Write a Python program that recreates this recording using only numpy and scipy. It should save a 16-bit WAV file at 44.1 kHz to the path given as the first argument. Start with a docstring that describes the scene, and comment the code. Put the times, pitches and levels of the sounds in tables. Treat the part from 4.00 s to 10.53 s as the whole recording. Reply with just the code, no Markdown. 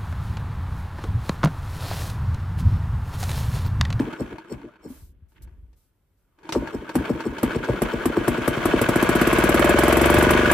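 """A small antique two-stroke engine on a wooden workbench, close by and a little left of the microphone.
It coasts to a stop, is flicked over by its flywheel, fires every second or third turn, catches, runs up.
Each turn the piston lets out a puff whose pitch swoops down as the cylinder opens up; turns that fire
add a sharp crack, and the moving parts rattle harder with speed. The bench stands on a patio in a quiet
garden, where the house walls throw back a short echo."""
import sys
import numpy as np
from scipy import signal
from scipy.fft import rfft, irfft
from scipy.io import wavfile
from scipy.ndimage import uniform_filter1d

SR = 44100
rng = np.random.default_rng(int(sys.argv[2]) if len(sys.argv) > 2 else 0)


def wrap_up_sound(samples):
    """Save the sound to the file named by the first command line argument, as 16-bit audio."""
    columns = np.atleast_2d(samples).T
    # keep every value between -1 and 1, then stretch to whole-number steps
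    tamed = np.clip(columns, -1, 1)
    steps = np.round(tamed * 32767).astype(np.int16)
    wavfile.write(sys.argv[1], SR, steps)


N = 287973
T = np.arange(N) / SR
HZ = np.maximum(np.fft.rfftfreq(N, 1 / SR), 1)

# modes of the flywheel after a knock: pitch_hz, t60_s, level_db
WHEEL_MODES = [(321, 0.17, -9.5), (909, 0.064, -6.5), (1505, 0.037, -25), (2454, 0.085, -25.5),
               (3500, 0.016, -28), (4380, 0.068, -24.5)]


def undb(db):
    return 10 ** (np.asarray(db) / 20)


def unit(x):
    return x / np.sqrt(np.mean(x ** 2))


def decay(t, t60):
    return np.exp(-np.log(1000) * t / t60)


def bump(x, width):
    return np.exp(-.5 * (x / width) ** 2)


def colour(points):
    """Gain at every frequency from rows of freq_hz, level_db."""
    hz, db = np.transpose(points)
    return undb(np.interp(np.log(HZ), np.log(hz), db))


def bell(hz, width):
    """Response of one resonance, 1 at its centre."""
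    return 1 / (1 + 1j * (HZ ** 2 - hz ** 2) / (HZ * width))


def ring(x, response):
    """Play x through an impulse response."""
    return signal.fftconvolve(x, response)[:N]


def taps(times, gains):
    """Single pushes at given times."""
    x = np.zeros(N)
    np.add.at(x, np.clip(np.asarray(times) * SR, 0, N - 1).astype(int), gains)
    return x


def flutter(seconds):
    """Smooth random wobble of spread 1."""
    size = max(int(seconds * SR), 1)
    return unit(uniform_filter1d(uniform_filter1d(rng.standard_normal(N), size), size))


def blip(t, hz, half_s, wobble):
    """A short note that swells and fades around t = 0."""
    return bump(t, half_s) * np.sin(2 * np.pi * hz * t + wobble)


def noise(gain, grain_db=0):
    """Coloured stereo noise, optionally grainy; the top treble reaches the left side later."""
    # likeness of the microphone's two sides: freq_hz, correlation
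    likeness = [(60, 0.86), (300, 1), (640, 0.17), (1400, 0.67), (3100, 0.25), (6000, 0.023), (7500, 0.74),
                (15000, 1)]
    correlation = np.clip(np.interp(HZ, *np.transpose(likeness)), -1, 1)
    grains = undb(grain_db * np.repeat(rng.standard_normal(N // 32 + 1), 32)[:N])
    spectra = rfft(rng.standard_normal((2, N)) * grains) * gain
    mid, side = spectra * np.sqrt([1 + correlation, 1 - correlation])
    lag = np.exp(-2j * np.pi * (HZ > 6500) * (HZ - 8100) / 3030)
    return unit(irfft([(mid + side) * lag, mid - side], N))


def run_up(catch_s=4.8148, starve_s=6.25, ease_s=4.0,
           catch_turns_per_s=13.25, gain_turns_per_s2=9.372, sag_turns_per_s2=2.6):
    """Stroke times once the engine catches: it gains speed ever more slowly, then starves and sags."""
    t = T[T >= catch_s]
    gained = gain_turns_per_s2 * ease_s * (1 - np.exp(-(np.minimum(t, starve_s) - catch_s) / ease_s))
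    speed = catch_turns_per_s + gained - sag_turns_per_s2 * np.maximum(t - starve_s, 0)
    turns = np.cumsum(speed) / SR
    return np.interp(np.arange(np.ceil(turns[-1])), turns, t)


def strokes(cruise_turns_per_s=27.1, cooling_per_turn=0.05, cold_db=-19, rich_db=2.5):
    """Time, puff level and crack level of every stroke; only a burning charge cracks."""
    # strokes as the engine coasts, then struggles to catch: start_s, level_db, fires
    slow_strokes = [(-0.008, -15.5, False), (0.201, -20, False), (0.511, -23.5, False),
                    (0.848, -31.5, False), (2.552, -13, False), (2.738, -21, False), (2.954, -13, True),
                    (3.095, -14, False), (3.256, -17.5, False), (3.431, -13.5, True), (3.553, -16, False),
                    (3.688, -12, False), (3.819, -12, True), (3.932, -16.5, False), (4.056, -11, True),
                    (4.169, -11.5, False), (4.280, -10.5, True), (4.379, -16.5, False),
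                    (4.478, -11.5, True), (4.568, -15.5, False), (4.655, -10.5, True), (4.736, -8.5, False)]
    # stretches in which the running engine misfires: start_s, end_s
    misfires = [(5.72, 5.765), (6.245, 6.285), (6.33, 6.49)]
    slow_times, slow_db, slow_fired = np.transpose(slow_strokes)
    running = run_up()
    missed = sum((running > start) & (running < end) for start, end in misfires)
    times, fired = np.append(slow_times, running), np.append(slow_fired, 1 - missed)
    speed_octaves = -np.log2(np.gradient(times) * cruise_turns_per_s)
    # misfires cool the cylinder and weaken the puffs
    cold = signal.lfilter([0, cooling_per_turn], [1, cooling_per_turn - 1], missed)
    running_db = -8.5 + 1.5 * speed_octaves[len(slow_strokes):] + cold_db * cold
    unburnt = 1 - np.roll(fired, 1)  # fuel from a misfire makes the next crack louder
    crack_db = -19.5 + 3.5 * speed_octaves + rich_db * unburnt
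    return times, np.append(slow_db, running_db), np.where(fired > 0, crack_db, -np.inf)


def crank():
    """Crank angle in turns, one turn from each stroke to the next."""
    times = strokes()[0]
    return np.interp(T, np.append(times, 2 * times[-1] - times[-2]), np.arange(len(times) + 1))


def wheel_speed(angle, inertia_s=0.026):
    """Turns per second: the free flywheel at first, then the pace of the strokes."""
    # the wheel coasts, slows at each compression, rocks, is turned and flicked: time_s, turns_per_s
    free_wheel = [(0, 5.8), (0.32, 4.56), (0.41, 2.6), (0.5, 3.5), (0.69, 2.87), (0.735, 1.8), (0.785, 1.4),
                  (0.83, 2.5), (0.94, 2.7), (1.1, 0.5), (1.28, 0.74), (1.35, 1.2), (1.49, 1.64),
                  (1.62, 0.77), (2.09, 0.16), (2.369, 0.92), (2.55, 6.2)]
    times, speed = np.transpose(free_wheel)
    driven = uniform_filter1d(np.gradient(angle) * SR, int(inertia_s * SR))
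    return np.where(T < times[-1], np.interp(T, times, np.abs(speed)), driven)


def swoop(turns, turn_s, wobble, dull_db_per_octave, slowness,
          start_hz=1000, knee_hz=330, linger_hz=340, linger_turns=0.1418):
    """Gas rings ever lower as the piston enlarges its cavity; slow strokes linger on a hollow note."""
    # strength of the ringing along its sweep: pitch_hz, level_db
    strength = [(14, -70), (25, -15.5), (58, -17), (115, -21), (240, 1.5), (350, 0), (500, 0), (750, -21.5),
                (1100, 8.5), (1700, -50)]
    turns = np.maximum(turns, -.1)
    fall_turns = 0.07243 * np.exp(-0.397 * slowness)  # slow strokes drop earlier in the turn
    hollow_hz = linger_hz * slowness * np.exp(-turns / linger_turns)
    quick_hz = (start_hz - linger_hz * slowness) * np.exp(-turns / fall_turns)
    hz = quick_hz + hollow_hz
    cycles_left = (quick_hz * fall_turns + hollow_hz * linger_turns) * turn_s
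    pitch_hz, level_db = np.transpose(strength)
    db = np.interp(np.log(hz), np.log(pitch_hz), level_db, left=-120, right=-120)
    db -= dull_db_per_octave * np.log2(np.maximum(hz / knee_hz, 1))
    return undb(db) * np.sin(0.88 + wobble - 2 * np.pi * cycles_left)


def silencer(gas, echo_s=0.00873, echo_db=-10):
    """Silencer and bench colour the exhaust, and the shed wall close by reflects it."""
    # resonances against the direct puff: pitch_hz, width_hz, level_db
    resonances = [(54, 16, 4), (68, 16, 4), (121, 12, -3), (245, 24, -5), (290, 25, -7), (342, 25, -3),
                  (402, 35, -5), (590, 35, -3), (900, 60, -4)]
    pipe = 1 + sum(undb(db) * bell(hz, width) for hz, width, db in resonances)
    wall = 1 + undb(echo_db) * np.exp(-2j * np.pi * HZ * echo_s)
    return ring(gas, irfft(pipe * wall, N)[:SR // 4])


def exhaust(brisk_turn_s=0.0461, lazy_turn_s=0.13, stalled_turn_s=.6, pop_hz=700):
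    """The falling piston lets out a swooping puff, a thump on fast turns; its rise adds an afterbeat."""
    # notes as the piston closes the port: pitch_hz, delay_turns, half_length_s, slow_db, fast_db
    afterbeat_notes = [(62, 0, 0.0063, -28, -13), (297, 0.03, 0.0055, -12, -18),
                       (460, 0.0023, 0.0015, -12.5, -3.5), (612, 0.11, 0.0037, -25.5, -10.5)]
    times, puff_levels, crack_levels = strokes()
    gaps = np.diff(times)
    turbulence, gas = flutter(0.0035), np.zeros(N)
    for start, puff_db, crack_db, turn_s in zip(times, puff_levels, crack_levels, [*gaps, gaps[-1]]):
        span = slice(max(int((start - .02) * SR), 0), int((start + .22) * SR))
        t = T[span] - start
        brisk = min(brisk_turn_s / turn_s, 1) ** 2
        slow, fired = 1 - brisk, np.isfinite(crack_db)
        wobble = slow ** 2 * turbulence[span]  # slow flow is rough, fast turns repeat closely

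        sweep_s = np.clip(turn_s, 0.064, .15)
        dulling = 0.73 * max(-10 - puff_db, 0) + 2 * brisk  # weak or hurried puffs are duller
        lead_turns = 0.016 * fired * slow  # a burning charge kicks a slow piston ahead
        port = np.clip(t / .0005 + 1, 0, 1)
        choke = np.exp(-(t * brisk ** 2 / 0.008) ** 4)  # fast turns cut the sweep short
        puff = port * choke * swoop(t / sweep_s + lead_turns, sweep_s, wobble, dulling, slow)
        thump = -brisk * undb(-0.5) * blip(t - 0.0056, hz=290, half_s=0.0016, wobble=wobble)
        # an unburnt charge seeps out softly ahead of its puff
        seep = (not fired) * slow * undb(-13.5) * blip(t, hz=430, half_s=0.0078, wobble=wobble)

        since_closing = t - turn_s * (0.4 + 0.025 * brisk)
        stretch = max(turn_s / lazy_turn_s, 1)
        afterbeat = sum(undb(slow_db * slow + fast_db * brisk)
                        * blip(since_closing - delay * turn_s, hz, half_s * stretch, wobble)
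                        for hz, delay, half_s, slow_db, fast_db in afterbeat_notes)
        breath = seep + puff + thump + (turn_s < stalled_turn_s) * afterbeat

        # a burnt charge leaves with a pressure step, and its hot gas rings the port
        bang = undb(crack_db + 10) * bump(t, 0.000092)
        age = np.maximum(t, 0)
        pop = undb(crack_db + 13) * decay(age, 0.0057) * np.sin(2 * np.pi * pop_hz * age)
        gas[span] += undb(puff_db - 1.5) * breath - bang - pop
    return silencer(gas)


def wake(rise_s=0.00087, t60=0.37, long_turn_s=0.18):
    """After a slow puff the gas keeps churning in the silencer; fast turns leave it little time."""
    # spectrum of the turbulence: freq_hz, level_db
    churn = [(30, -30.5), (65, -23.5), (120, 6), (190, 4), (260, 13), (380, 0.5), (550, -14.5), (900, -3),
             (2500, -37)]
    times, puff_db, _ = strokes()
    slow = np.minimum(np.gradient(times) / long_turn_s, 1) ** 2
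    t = T[:SR // 3]
    swell = ring(taps(times, slow * undb(puff_db - 10)), (1 - np.exp(-t / rise_s)) * decay(t, t60))
    return swell * noise(colour(churn))


def patio(x, db=-15, t60=0.12, first_s=0.011):
    """Paving and house walls scatter a short echo, different at each side of the microphone."""
    t = T[:SR // 3]
    walls = rng.standard_normal((2, len(t))) * decay(t, t60) * (t > first_s)
    return undb(db) * np.array([ring(x, wall / np.linalg.norm(wall)) for wall in walls])


def metal():
    """Response of the engine's iron parts."""
    # broad spectrum of the struck iron: freq_hz, level_db
    iron = [(60, -17), (190, 2), (320, -11), (500, -3.5), (780, -17), (950, -2.5), (1300, -8),
            (1620, -12.5), (1800, -12), (2400, -15), (3200, -13), (4100, -23.5), (7000, -37)]
    # ringing of flywheel and castings: pitch_hz, width_hz, lift_db
    castings = [(653, 180, 11), (863, 110, 0), (1145, 93, 4), (1480, 85, 13), (1645, 96, 14),
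                (2235, 320, 8.5), (2585, 56, 8.5), (3070, 22, 8.5), (4360, 53, 9), (7210, 220, 13.5)]
    return colour(iron) * undb(sum(db * abs(bell(hz, width)) ** 2 for hz, width, db in castings))


def worn_spots(angle, count=90, scatter_db=5.5, t60=0.05):
    """Rough spots strike at the same crank angles on every turn; each side hears its own mix of them."""
    starts = strokes()[0]
    turns = np.arange(len(starts))[:, None] + rng.random(count)
    times = np.interp(turns, angle, T)
    turn_s = np.minimum(np.gradient(starts), .2)[:, None]
    size = np.sqrt(turn_s) * undb(scatter_db * rng.standard_normal(turns.shape)) * (times < T[-1])
    shared, own = rng.choice([-1, 1], (2, count))
    t = T[:SR // 20]
    clank = rng.standard_normal(len(t)) * decay(t, t60)
    smear = np.exp(1j * np.angle(rfft(clank, N)))  # the iron spreads each knock in time
    knocks = [taps(times.ravel(), (size * (shared + side * own)).ravel()) for side in (.5, -.5)]
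    return unit(irfft(rfft(knocks) * metal() * smear, N))


def shifting_blows(x, centres_hz=(1000, 1550, 2500), depth_db=1.5):
    """Blows land on different spots, so each group of resonances swells and fades by itself."""
    spectrum = rfft(x)
    for hz in centres_hz:
        band = irfft(spectrum * bump(np.log(HZ / hz), 0.13), N)
        x = x + band * (undb(depth_db * (flutter(0.014) - 1)) - 1)
    return x


def trapped_gas(angle, closing_turn=.42, low_hz=600, top_hz=1560, steady_s=0.0026):
    """While the port is shut the cylinder rings, higher as the piston rises and lower as it falls."""
    squeeze = np.sin(np.pi * np.clip((angle % 1 - closing_turn) / (1 - closing_turn), 0, 1))
    phase = 2 * np.pi * np.cumsum(low_hz + (top_hz - low_hz) * squeeze) / SR
    rough_note = flutter(steady_s) * np.sin(phase) + flutter(steady_s) * np.cos(phase)
    return np.sqrt(np.abs(squeeze)) * rough_note


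def rattle(angle, knee_turns_per_s=18.5, speed_power=2.115, left_db=0.6):
    """Small impacts in bearings and drive grow with speed, hardest where the piston's load reverses."""
    # where slack parts clatter within a turn: centre_turns, width_turns, level_db
    clatter = [(1, 0.2, -23), (0.7, 0.07, -8.5)]
    # treble of the impacts: freq_hz, level_db
    sizzle_spectrum = [(2500, 14.5), (4000, -11), (6000, 2.5), (8500, -5.5), (11000, -3), (15500, -74)]
    level_db = -18.5 - 10 * np.log10(1 + (knee_turns_per_s / wheel_speed(angle)) ** (2 * speed_power))
    load = unit(.55 + sum(undb(db) * bump((angle - centre + .5) % 1 - .5, width)
                          for centre, width, db in clatter))
    iron = shifting_blows(np.sqrt(.45) * noise(metal(), grain_db=3) + np.sqrt(.55) * worn_spots(angle))
    slow = np.clip((-22 - level_db) / 12, 0, 1)  # slow contacts sound hollower and let the wheel ring
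    hollow = undb(-3) * noise(abs(bell(hz=345, width=150)) ** 2)
    wheel = undb(-12) * noise(abs(bell(hz=WHEEL_MODES[1][0], width=80)) ** 2)
    body = undb(-0.5) * iron + slow * (hollow + wheel) + np.sqrt(slow) * undb(-4) * trapped_gas(angle)
    sizzle = undb(-10 - 2 * slow) * noise(colour(sizzle_spectrum), grain_db=3)
    return undb(level_db + 1.5 * flutter(0.004)) * (load * body + sizzle) * undb([[left_db], [-left_db]])


def whistle(peak_turns=0.037, rise_turns=0.064, fall_turns=0.059, rasp_db=4):
    """Crankcase pressure builds towards each stroke, squeezes out a raspy wheeze and drops faster."""
    # notes of gas squeezed past the piston: pitch_hz, width_hz, level_db
    notes = [(4400, 220, -2), (5390, 150, 3), (7080, 150, -6), (7460, 900, -10), (8200, 150, 1),
             (9940, 100, -10), (11500, 120, -9), (11900, 120, -14), (13800, 150, -6)]
    times, puff_db, _ = strokes()
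    pressure = np.zeros(N)
    for start, db, turn_s in zip(times, puff_db, np.minimum(np.gradient(times), 0.25)):
        past_peak = (T - start) / turn_s - peak_turns
        pressure += undb(0.51 * (db + 9.5)) * bump(past_peak, np.where(past_peak < 0, rise_turns, fall_turns))
    spectrum = sum(undb(db) * abs(bell(hz, width)) ** 2 for hz, width, db in notes)
    return undb(-46 + rasp_db * flutter(0.0024)) * pressure * noise(spectrum)


def garden(level_db=-65):
    """The quiet garden all round: a steady low rumble and faint hiss."""
    # background spectrum: freq_hz, level_db
    air = [(25, 3.5), (70, -1), (200, -13.5), (330, -17), (1600, -30.5), (3300, -36), (8500, -58.5),
           (12800, -36.5), (16000, -55.5)]
    return undb(level_db) * noise(colour(air))


def clicks(clank_t60=0.04, tick_t60=0.093, attack_s=0.00011):
    """Slack parts knock: a bright tick, a short clank of the iron and a ring of the wheel."""
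    # knocks, mostly slack taken up late in each slow turn: start_s, level_db, treble_db
    knocks = [(0.131, -28, -17), (0.383, -26.5, -20), (0.616, -38, -28), (0.757, -43.5, -28),
              (1.32, -57, -10), (1.371, -56, -10), (1.475, -50.5, -19), (1.73, -67.5, 6), (2.388, -47, -14),
              (2.432, -41.5, -12), (2.453, -38, -18), (2.491, -20.5, -11.5), (2.523, -27.5, 8),
              (2.674, -23.5, -17), (2.892, -23, -12), (3.054, -21.5, -26), (3.205, -21, -13.5),
              (3.383, -22, -10.5), (3.515, -22.5, -18), (3.644, -25.5, -7)]
    # spectrum of the tick: freq_hz, level_db
    tick_spectrum = [(800, 13), (2500, 9), (4400, 8), (6000, 6), (8500, -1.5), (11000, -5), (15500, -14)]
    times, level_db, treble_db = np.transpose(knocks)
    t = T[:SR // 5]
    attack = 1 - np.exp(-t / attack_s)
    clank = ring(taps(times, undb(level_db - 8)), attack * decay(t, clank_t60)) * noise(metal())
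    modes = sum(undb(db) * decay(t, t60) * np.sin(2 * np.pi * hz * t) for hz, t60, db in WHEEL_MODES)
    wheel = ring(taps(times, undb(level_db)), modes)
    tick_envelope = ring(taps(times, undb(level_db + treble_db - 4)), attack * decay(t, tick_t60))
    return clank + wheel + tick_envelope * noise(colour(tick_spectrum))


def leaks():
    """Trapped air hisses out of the cylinder while the engine is stalled."""
    # escapes of air: start_s, length_s, level_db
    escapes = [(0.875, 0.26, -52), (1.28, 0.13, -71), (1.419, 0.038, -52), (1.758, 0.16, -69),
               (2.17, 0.1, -83)]
    flow = sum(undb(db) * np.interp(T, start + length * np.array([0, .1, .5, 1]), [0, 0.82, 0.52, 0.013])
               for start, length, db in escapes)
    return flow * noise(colour([(1000, -14), (4000, 2), (8000, 3), (13500, 8.5), (16000, -1)]))


def thuds(swell_s=0.0066, rebound_hz=262, rebound_db=-29, rebound_t60=0.1):
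    """The wheel rebounds off compression with a hollow note, then nudges the bench."""
    # bench thuds, mostly as the wheel rocks and is turned back by hand: start_s, level_db, pitch_hz
    nudges = [(0.903, -43, 84), (1.024, -35.5, 72), (1.091, -47, 61.6), (1.159, -55, 69),
              (1.222, -38.5, 78.4), (1.408, -38.5, 75), (1.465, -36, 61.5), (1.518, -35.5, 60),
              (1.587, -42, 57.5), (1.629, -35.5, 61), (6.168, -13.5, 103)]
    t = T[:SR // 4]
    swell = t / swell_s * np.exp(1 - t / swell_s)
    hollow = np.sin(2 * np.pi * rebound_hz * t) * decay(t, rebound_t60)
    bench = sum(ring(taps([s], undb(db)), swell * np.sin(2 * np.pi * hz * t)) for s, db, hz in nudges)
    return bench + ring(taps([nudges[0][0]], undb(rebound_db)), hollow)


def drags(rough_db=4):
    """Turned by hand, the wheel scrapes in its bearing and rumbles through the bench."""
    # pulls on the flywheel: centre_s, half_length_s, scrape_db, rumble_db
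    pulls = [(1.067, 0.13, -87, -47.5), (1.37, 0.011, -63, -62), (1.436, 0.035, -75, -44.5),
             (1.6, 0.11, -89, -49.5)]
    scrape = sum(undb(db) * bump(T - centre, half_s) for centre, half_s, db, _ in pulls)
    rumble = sum(undb(db) * bump(T - centre, half_s) for centre, half_s, _, db in pulls)
    bearing = colour([(700, -24), (1500, 4), (3200, 1), (5000, -23), (12000, -32)])
    bench = colour([(25, -4), (50, 7), (110, -16), (200, -16.5), (500, -32.5), (2000, -79)])
    return scrape * undb(rough_db * flutter(0.0048)) * noise(bearing) + rumble * noise(bench)


def cracks(snap_t60=0.031, spit_t60=0.054, tail_t60=0.15, scatter_db=0.5):
    """A burning charge leaves the port with a dry snap and a short, bright spit."""
    # spectra of the snap and the spit: freq_hz, level_db
    snap_spectrum = [(350, -47), (700, 6), (1100, 13), (2200, -7), (4000, -29), (8000, -68)]
    spit_spectrum = [(300, -25), (1200, 15), (4000, -3.5), (6800, -3), (7700, 2.5), (9000, 2), (11500, 5),
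                     (13500, 0.5), (15700, -5.5)]
    times, _, crack_db = strokes()
    t = T[:SR // 4]
    attack = 1 - np.exp(-t / .0004)
    burst = attack * (decay(t, spit_t60) + undb(-17) * decay(t, tail_t60))
    pushes = taps(times, undb(crack_db - scatter_db * rng.standard_normal(len(times))))
    snap = undb(2) * ring(pushes, attack * decay(t, snap_t60)) * noise(colour(snap_spectrum))
    return snap + ring(pushes, burst) * noise(colour(spit_spectrum))


def scene(left_db=1.0, left_lead_s=0.00003):
    """The engine stands slightly left of the microphone, with the garden behind it."""
    beats = exhaust() + thuds()
    direct = np.array([np.interp(T + left_lead_s, T, beats), beats]) * undb([[left_db], [-left_db]])
    engine = direct + patio(beats) + wake() + rattle(crank()) + cracks() + whistle()
    return engine + clicks() + leaks() + drags() + garden()


def record(dry, bass_hz=38, top_hz=15800):
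    """The microphone loses the deepest bass, rounds the loudest peaks and cuts the top."""
    rounded = np.tanh(signal.sosfilt(signal.butter(4, bass_hz, "high", fs=SR, output="sos"), dry))
    return signal.sosfilt(signal.ellip(8, .2, 70, top_hz, fs=SR, output="sos"), rounded)


dry = scene()
out = record(dry)
wrap_up_sound(out)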